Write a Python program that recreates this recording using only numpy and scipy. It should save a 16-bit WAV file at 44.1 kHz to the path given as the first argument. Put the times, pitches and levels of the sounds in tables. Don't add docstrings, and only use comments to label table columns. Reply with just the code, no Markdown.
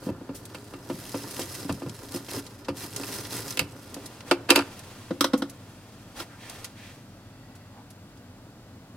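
import sys
import numpy as np
from scipy import signal
from scipy.fft import rfft, irfft, next_fast_len
from scipy.io import wavfile

SR = 44100
rng = np.random.default_rng(int(sys.argv[2]) if len(sys.argv) > 2 else 0)


def wrap_up_sound(samples):
    columns = np.atleast_2d(samples).T
    tamed = np.clip(columns, -1, 1)
    steps = np.round(tamed * 32767).astype(np.int16)
    wavfile.write(sys.argv[1], SR, steps)


N = 395430
TIME = np.arange(N) / SR
BLOW_TIME = np.arange(SR // 4) / SR

# start_s, length_s, level_db
LID_TURNS = [(0, 0.11, -50), (.31, 0.67, -55), (.83, 1.0, -45), (.98, 0.24, -50.5), (1.28, 0.18, -44),
             (1.365, 0.082, -40.5), (1.47, 0.18, -42.5), (1.7, 0.95, -50.5), (2.107, 0.086, -40.5),
             (2.28, 0.13, -39.5), (2.755, 0.12, -40.5), (2.73, 0.81, -45), (2.985, 0.25, -41.5),
             (3.3, 0.12, -38), (3.36, 0.23, -42), (3.5, 0.6, -55)]
# start_s, level_db, t60_s, brightness_hz
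SKIDS = [(0.345, -40.5, 0.17, 15600), (0.452, -44, 0.042, 14000), (1.093, -45, 0.017, 16000),
         (1.31, -42, 0.029, 16000), (1.415, -36, 0.051, 7240), (1.724, -41.5, 0.018, 12000),
         (1.894, -42.5, 0.024, 8750), (2.131, -47, .04, 12000), (2.17, -54, 0.024, 10000),
         (2.464, -44.5, .043, 7100), (2.645, -48, 0.078, 5630), (2.961, -31.5, 0.04, 12000),
         (3.249, -40, 0.055, 5500), (3.505, -35, 0.037, 11000), (3.942, -39, 0.031, 12000),
         (4.057, -40, 0.061, 12100), (4.205, -45, 0.029, 4000), (4.791, -46, 0.031, 10700),
         (5.374, -42, 0.095, 16300), (5.495, -44.5, 0.051, 14000), (6.496, -42, 0.026, 12000),
         (6.643, -35.5, 0.047, 10500), (7.551, -54.5, 0.074, 13000), (7.902, -51, .06, 13200),
         (8.17, -60.5, .06, 8000)]
# start_s, level_db, hardness (0 padded push, 1 bare edge)
JAR_BUMPS = [(0.066, -25, 0), (0.088, -25, 0.27), (0.212, -36.5, 0.26), (0.291, -29, 0.28),
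             (0.546, -36.5, 0.78), (0.736, -36.5, 0.61), (0.898, -25, 0.43), (1.143, -25, 0.46),
             (1.391, -28, 0.38), (1.649, -29.5, 0), (1.6935, -23, 0.54), (1.819, -31, 0.43),
             (1.861, -32.5, 0.39), (2.143, -26.5, 0.18), (2.284, -40, 0.82), (2.367, -29.5, 0.22),
             (2.684, -22.5, 0.56), (2.997, -32.5, 0.4), (3.612, -33, 0.57), (3.964, -34, 0.4)]
LID_HITS = [(3.0335, -39.5, 0.8), (3.5722, -34.5, 0.9), (3.5925, -29, 0.97), (4.3113, -13.5, 0.62),
            (4.3162, -20, 0.6), (4.5037, -14, 0.83), (4.519, -19.5, 0.56), (4.5584, -19, 0.84),
            (4.574, -19.5, 0.51), (4.5895, -24, 0.67)]
FIGURINE_HITS = [(5.107, -22, 0.21), (5.2079, -19, 0.78), (5.2425, -19.5, 0.7), (5.3335, -22.5, 0.47),
                 (5.337, -15.5, 0.29), (5.4205, -23, 0.46), (6.2, -36, 0.73)]
# start_s, level_db
TABLE_THUDS = [(0.074, -30.5), (0.912, -33), (1.691, -26), (1.849, -31), (2.688, -33), (3.588, -30.5)]
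# middle_s, length_s, level_db
HAND_STROKES = [(4.06, 0.7, -55.5), (4.298, 0.12, -51), (4.79, 1.12, -55.5), (5.9, 4.3, -62),
                (6.199, 0.12, -46), (6.547, 0.4, -52.5), (6.887, 0.37, -63)]
# start_s, length_s, level_db, pitch_hz
FINGER_RUBS = [(6.285, 0.092, -54.5, 1480), (7.71, 0.12, -55, 840)]
# start_s, length_s, level_db
LID_CHATTER = [(4.488, 0.028, -28.5), (4.505, 0.092, -40.5), (4.556, 0.075, -41.5)]
SLEEVE_SWISHES = [(6.38, 0.16, -50.5), (6.75, 0.19, -50.5)]
WHIRRS = [(7.15, 0.68, -64), (7.8, 1.2, -73.5)]
# pitch_hz, width_hz, gain_db
THREAD_MODES = [(1200, 1330, -7), (2024, 205, 1.5), (2540, 1340, -8), (4200, 800, -0.5), (5090, 1190, -1),
                (6580, 2100, -0.5), (8330, 3100, -2), (11000, 1760, -2), (13720, 2200, -7.5)]
LID_MODES = [(2150, 370, -2), (2420, 150, 2.5), (2650, 100, 5.5), (3030, 190, 0.5), (3800, 620, -5.5),
             (4450, 130, 1.5), (4780, 610, -4.5), (7760, 590, -9), (9000, 870, -8.5), (11200, 2000, -11.5),
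             (14200, 1800, -15.5)]
TABLE_MODES = [(169.2, 57, -2), (282.7, 20, 11), (352.4, 22, 8), (520.3, 40.6, 8.5), (691, 100, -0.5),
               (929, 150, 0), (1220, 79, -0.5), (1402, 190, -2), (1780, 130, -5.5)]
FIGURINE_MODES = [(1106, 45, 3), (1276, 54, 3.5), (1454, 94, 2), (2030, 230, -5.5), (3120, 460, -2),
                  (3970, 690, -2.5), (5130, 280, -1), (5750, 440, -5), (8360, 730, -8), (11000, 660, -7.5),
                  (13700, 2500, -13.5)]
SLEEVE_MODES = [(1830, 360, 2), (2340, 360, 4), (3040, 1700, -2)]
WHIRR_MODES = [(1940, 73, 0), (2700, 77, -6), (3430, 57, -7), (4600, 140, -8)]
# frequency_hz, density_db
SKIN_SPECTRUM = [(700, 2.5), (1100, -2), (2500, -3.5), (5000, -6), (7000, -9), (11000, -11), (16000, -19.5)]
AIR_SPECTRUM = [(20, -40.5), (45, -5.5), (68, -23.5), (95, 1.5), (120, -7.5), (145, -7.5), (270, -6),
                (390, -17.5), (540, -15.5), (1100, -22), (1450, -22.5), (2100, -29), (4700, -30.5),
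                (7000, -35.5), (11000, -38.5), (16000, -41.5)]
# pitch_hz, level_db
HUM_TONES = [(116, -56.5), (7574, -80)]
# frequency_hz, correlation (0-1)
STEREO_LIKENESS = [(30, 1), (400, 0.99), (2500, 0.71), (4000, 0.38), (8000, 0.22), (16000, 0.14)]

RING_GLIDE_S, RING_GLIDE_HZ, RING_WIDTH_HZ = (0.5, 0.85), (4605, 5133), 200
HELD_UNTIL_S, LET_GO_S, RESTING_DB = 4.6, 0.24, -53
RUMBLE_DB, RUMBLE_AT_RASP_DB, RUMBLE_FOLLOWS = -41.5, -36.5, 0.72
DULL_HZ, BRIGHT_AT_DB, BRIGHT_FOLLOWS = 5500, -42.5, 0.24
SOFT_HZ, HARD_HZ = 153, 6100
WALL_ECHO_S, WALL_ECHO_DB = 0.0051, -12
NEARBY_T60_S, NEARBY_DB = .045, -11
ROOM_T60_S, ROOM_DB, ROOM_CUT_HZ = .42, -24, 1500


def unscrewing(rasp_db, ring_db, crackle_db, touch_db):
    rasp = np.hypot(swells(LID_TURNS), from_db(touch_db))
    slips = friction(per_s=12000, size_db=2.4) * from_db(1.7 * drift(per_s=110))
    slips = rms_one(slips + from_db(crackle_db) * crackles(per_s=150, size_db=4, pitches=12))
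    ring_hz = np.interp(TIME, RING_GLIDE_S, RING_GLIDE_HZ)
    ring = low_pass(slips, RING_WIDTH_HZ / 2, order=1) * np.cos(2 * np.pi * np.cumsum(ring_hz) / SR)
    shell = rms_one(rms_one(resonate(slips, THREAD_MODES)) + from_db(ring_db) * rms_one(ring))
    dull = low_pass(shell, DULL_HZ, order=1)
    treble = np.minimum(rasp / from_db(BRIGHT_AT_DB), 1) ** BRIGHT_FOLLOWS
    plastic = from_db(rasp_db) * rasp * (dull + treble * (shell - dull))
    held = np.clip(1 - (TIME - HELD_UNTIL_S) / LET_GO_S, 0, 1)
    return held * (plastic + grip_rumble(rasp, grip_db=2.0, jar_cut_hz=950))


def crackles(per_s, size_db, pitches, width_hz=350):
    ticks = from_db(size_db * np.minimum(rng.exponential(1, N), 3)) * (rng.random(N) < per_s / SR)
    pitch_index = rng.integers(0, pitches, N)
    rings = sum(resonate(ticks * (pitch_index == k), [(hz, width_hz, 0)])
                for k, hz in enumerate(np.geomspace(3000, 14000, pitches)))
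    return rms_one(rms_one(rings) / 2 + rms_one(ticks))


def grip_rumble(rasp, grip_db, jar_cut_hz):
    effort = np.hypot(rasp, from_db(RESTING_DB)) / from_db(RUMBLE_AT_RASP_DB)
    drag = friction(per_s=1500, size_db=2.5) * from_db(2 * drift(per_s=40))
    table = rms_one(low_pass(resonate(low_cut(drag, 385), TABLE_MODES), jar_cut_hz, order=1))
    grip = rms_one(low_pass(resonate(drag, [(114, 26, -1.1), (393, 47, -1.2)]), 528))
    return from_db(RUMBLE_DB) * effort ** RUMBLE_FOLLOWS * (table + from_db(grip_db) * grip)


def skids(gain_db, rise_share):
    out = np.zeros((2, N))
    for start_s, db, t60_s, bright_hz in SKIDS:
        burst = resonate(scatter(t60_s, rise_share * t60_s), THREAD_MODES)
        burst = low_pass(low_cut(burst, bright_hz / 3), bright_hz)
        add(out, start_s, from_db(db + gain_db) * unit_blow(burst))
    return out


def knocks(hits, modes, rise_at_1khz_s, crack_t60_s, tail_t60_s, low_cut_hz,
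           main_mode_db, rough_db, snap_db, soft_clack_db, hard_clack_db):
    out = np.zeros((2, N))
    click = unit_blow(1. * (BLOW_TIME == 0))
    table = [(hz, width, db + main_mode_db * (k == 1)) for k, (hz, width, db) in enumerate(TABLE_MODES)]
    for start_s, db, hardness in hits:
        contact_hz = SOFT_HZ * (HARD_HZ / SOFT_HZ) ** hardness
        clack_db = soft_clack_db + (hard_clack_db - soft_clack_db) * hardness
        rise_s = rise_at_1khz_s * 1000 / contact_hz
        push = low_pass(click + from_db(rough_db) * scatter(.045, rise_s), contact_hz)
        push = high_pass(push, low_cut_hz)
        boom = unit_blow(resonate(push, table))
        rattle = from_db(snap_db) * click + scatter(crack_t60_s, rise_s) + scatter(tail_t60_s, rise_s) / 2
        rattle = low_pass(low_pass(rattle, 5 * contact_hz, order=1), 20 * contact_hz)
        clack = pan(unit_blow(resonate(rattle, modes)), right_db=0.95)
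        add(out, start_s, from_db(db) * (boom + from_db(clack_db) * clack))
    return out


def table_thuds(pitch_hz, width_hz, t60_s):
    out, sway = np.zeros((2, N)), [(pitch_hz, width_hz, 0)]
    for start_s, db in TABLE_THUDS:
        push = scatter(t60_s, rise_s=t60_s / 10)
        add(out, start_s, from_db(db) * unit_blow(resonate(resonate(push, sway), sway)))
    return out


def lid_chatter(plastic_db, table_db):
    touches = friction(per_s=1500, size_db=2.5)
    plastic = from_db(plastic_db) * rms_one(resonate(low_pass(touches, 8400, order=1), LID_MODES))
    table = from_db(table_db) * rms_one(resonate(low_cut(touches, 664), TABLE_MODES))
    return swells(LID_CHATTER, shape=0.6) * (plastic + table)


def hand_slides(gain_db):
    speed = sum(from_db(db) * np.cos(np.pi * np.clip((TIME - middle_s) / length_s, -.5, .5)) ** 2
                for middle_s, length_s, db in HAND_STROKES)
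    hiss = rms_one(stereo_noise(N, SKIN_SPECTRUM)) * from_db(1.2 * drift(per_s=80))
    return from_db(gain_db) * speed * hiss


def sleeve_swishes():
    return swells(SLEEVE_SWISHES, shape=0.56) * rms_one(resonate(stereo_noise(N), SLEEVE_MODES))


def finger_rubs(width_share):
    noise = stereo_noise(N)
    return sum(swells([stroke]) * rms_one(resonate(noise, [(hz, width_share * hz, 0)]))
               for *stroke, hz in FINGER_RUBS)


def whirr():
    return swells(WHIRRS) * rms_one(resonate(stereo_noise(N), WHIRR_MODES))


def room_tone(air_db):
    air = delay_right(rms_one(stereo_noise(N, AIR_SPECTRUM)), samples=4)
    hum = sum(from_db(db) * np.sqrt(2) * np.sin(2 * np.pi * hz * TIME) for hz, db in HUM_TONES)
    return from_db(air_db) * pan(air, right_db=-0.28) + hum


def room(x):
    t = TIME[:SR]
    near = from_db(NEARBY_DB) * rms_one(stereo_noise(SR) * from_db(-60 * t / NEARBY_T60_S)) / np.sqrt(SR)
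    near[:, round(WALL_ECHO_S * SR)] += from_db(WALL_ECHO_DB)
    near = high_pass(near, 900)
    tail = low_pass(stereo_noise(SR), ROOM_CUT_HZ, order=1) * from_db(-60 * t / ROOM_T60_S)
    tail = from_db(ROOM_DB) * rms_one(tail) / np.sqrt(SR)
    return x + signal.fftconvolve(x, near + tail, axes=1)[:, :N]


def friction(per_s, size_db):
    sizes = from_db(size_db * np.minimum(rng.exponential(1, N), 4))
    releases = rng.standard_normal((2, N)) * sizes * (rng.random(N) < per_s / SR)
    return rms_one(spread(releases))


def scatter(t60_s, rise_s):
    envelope = (1 - np.exp(-BLOW_TIME / rise_s)) * from_db(-60 * BLOW_TIME / t60_s)
    return unit_blow(stereo_noise(len(BLOW_TIME)) * envelope)


def swells(rows, shape=0.5):
    energy = np.zeros((1, N))
    for start_s, length_s, db in rows:
        arch = np.abs(np.sin(np.linspace(0, np.pi, round(length_s * SR))))
        add(energy, start_s, from_db(2 * db) * arch[None] ** (2 * shape))
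    return np.sqrt(energy[0])


def drift(per_s):
    return rms_one(np.interp(TIME * per_s, np.arange(SR // 10), rng.standard_normal(SR // 10)))


def resonate(x, modes):
    out = 0
    for k, (hz, width_hz, db) in enumerate(modes):
        radius = np.exp(-np.pi * width_hz / SR)
        poles = [1, -2 * radius * np.cos(2 * np.pi * hz / SR), radius ** 2]
        gain = (-1) ** k * from_db(db) * (1 - radius ** 2) / 2
        out = out + gain * signal.lfilter([1, 0, -1], poles, x + 1e-18)
    return out


def stereo_noise(samples, spectrum=None):
    return spread(rng.standard_normal((2, samples)), spectrum)


def spread(pair, spectrum=None):
    size = next_fast_len(pair.shape[-1])
    hz = np.arange(size // 2 + 1) * SR / size
    mid, side = rfft(pair, size) * (from_db(at_hz(spectrum, hz)) if spectrum else 1)
    alike = np.clip(at_hz(STEREO_LIKENESS, hz), 0, 1)
    left_right = np.sqrt(1 + alike) * mid + np.sqrt(1 - alike) * side * [[1], [-1]]
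    return irfft(left_right, size)[:, :pair.shape[-1]]


def pan(x, right_db):
    return x * from_db([[-right_db], [right_db]])


def delay_right(x, samples):
    return np.array([x[0], np.roll(x[1], samples)])


def low_pass(x, hz, order=2):
    return signal.sosfilt(signal.butter(order, min(hz, .45 * SR), fs=SR, output="sos"), x)


def high_pass(x, hz):
    return signal.sosfilt(signal.butter(2, hz, "high", fs=SR, output="sos"), x)


def low_cut(x, hz):
    return x - low_pass(x, hz, order=1)


def at_hz(points, hz):
    point_hz, value = np.transpose(points)
    return np.interp(np.log(hz + 1), np.log(point_hz), value)


def from_db(db):
    return 10 ** (np.asarray(db) / 20)


def rms_one(x):
    return x / np.sqrt(np.mean(x ** 2) + 1e-20)


def unit_blow(x):
    return rms_one(x) * np.sqrt(.01 * SR / x.shape[-1])


def add(out, start_s, sound):
    i = round(start_s * SR)
    out[:, i:i + sound.shape[-1]] += sound[:, :N - i]


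def scene():
    jar = knocks(JAR_BUMPS, LID_MODES, rise_at_1khz_s=0.041, crack_t60_s=0.024, tail_t60_s=0.066,
                 low_cut_hz=111, main_mode_db=1.5, rough_db=-1, snap_db=-7.5,
                 soft_clack_db=-38, hard_clack_db=6)
    jar += table_thuds(pitch_hz=116, width_hz=110, t60_s=0.23)
    lid = knocks(LID_HITS, LID_MODES, rise_at_1khz_s=0.00045, crack_t60_s=0.015, tail_t60_s=0.1,
                 low_cut_hz=240, main_mode_db=-1.5, rough_db=5.5, snap_db=-12.5,
                 soft_clack_db=-36, hard_clack_db=11)
    lid += lid_chatter(plastic_db=4, table_db=7.5)
    figurine = knocks(FIGURINE_HITS, FIGURINE_MODES, rise_at_1khz_s=0.00082, crack_t60_s=0.03,
                      tail_t60_s=0.12, low_cut_hz=170, main_mode_db=6, rough_db=2, snap_db=-12,
                      soft_clack_db=-25, hard_clack_db=8.5)
    thread = unscrewing(rasp_db=1.5, ring_db=-11.5, crackle_db=-5.5, touch_db=-64.5)
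    thread += skids(gain_db=1, rise_share=0.035)
    arm = hand_slides(gain_db=6) + sleeve_swishes() + finger_rubs(width_share=0.25)
    foreground = pan(thread, right_db=0.4) + jar + delay_right(lid + figurine + arm, samples=1)
    return whirr() + room(foreground) + room_tone(air_db=-48.5)


def record(dry):
    return signal.sosfilt(signal.ellip(10, .1, 80, 16000, fs=SR, output="sos"), np.clip(dry, -1, 1))


dry = scene()
out = record(dry)
wrap_up_sound(out)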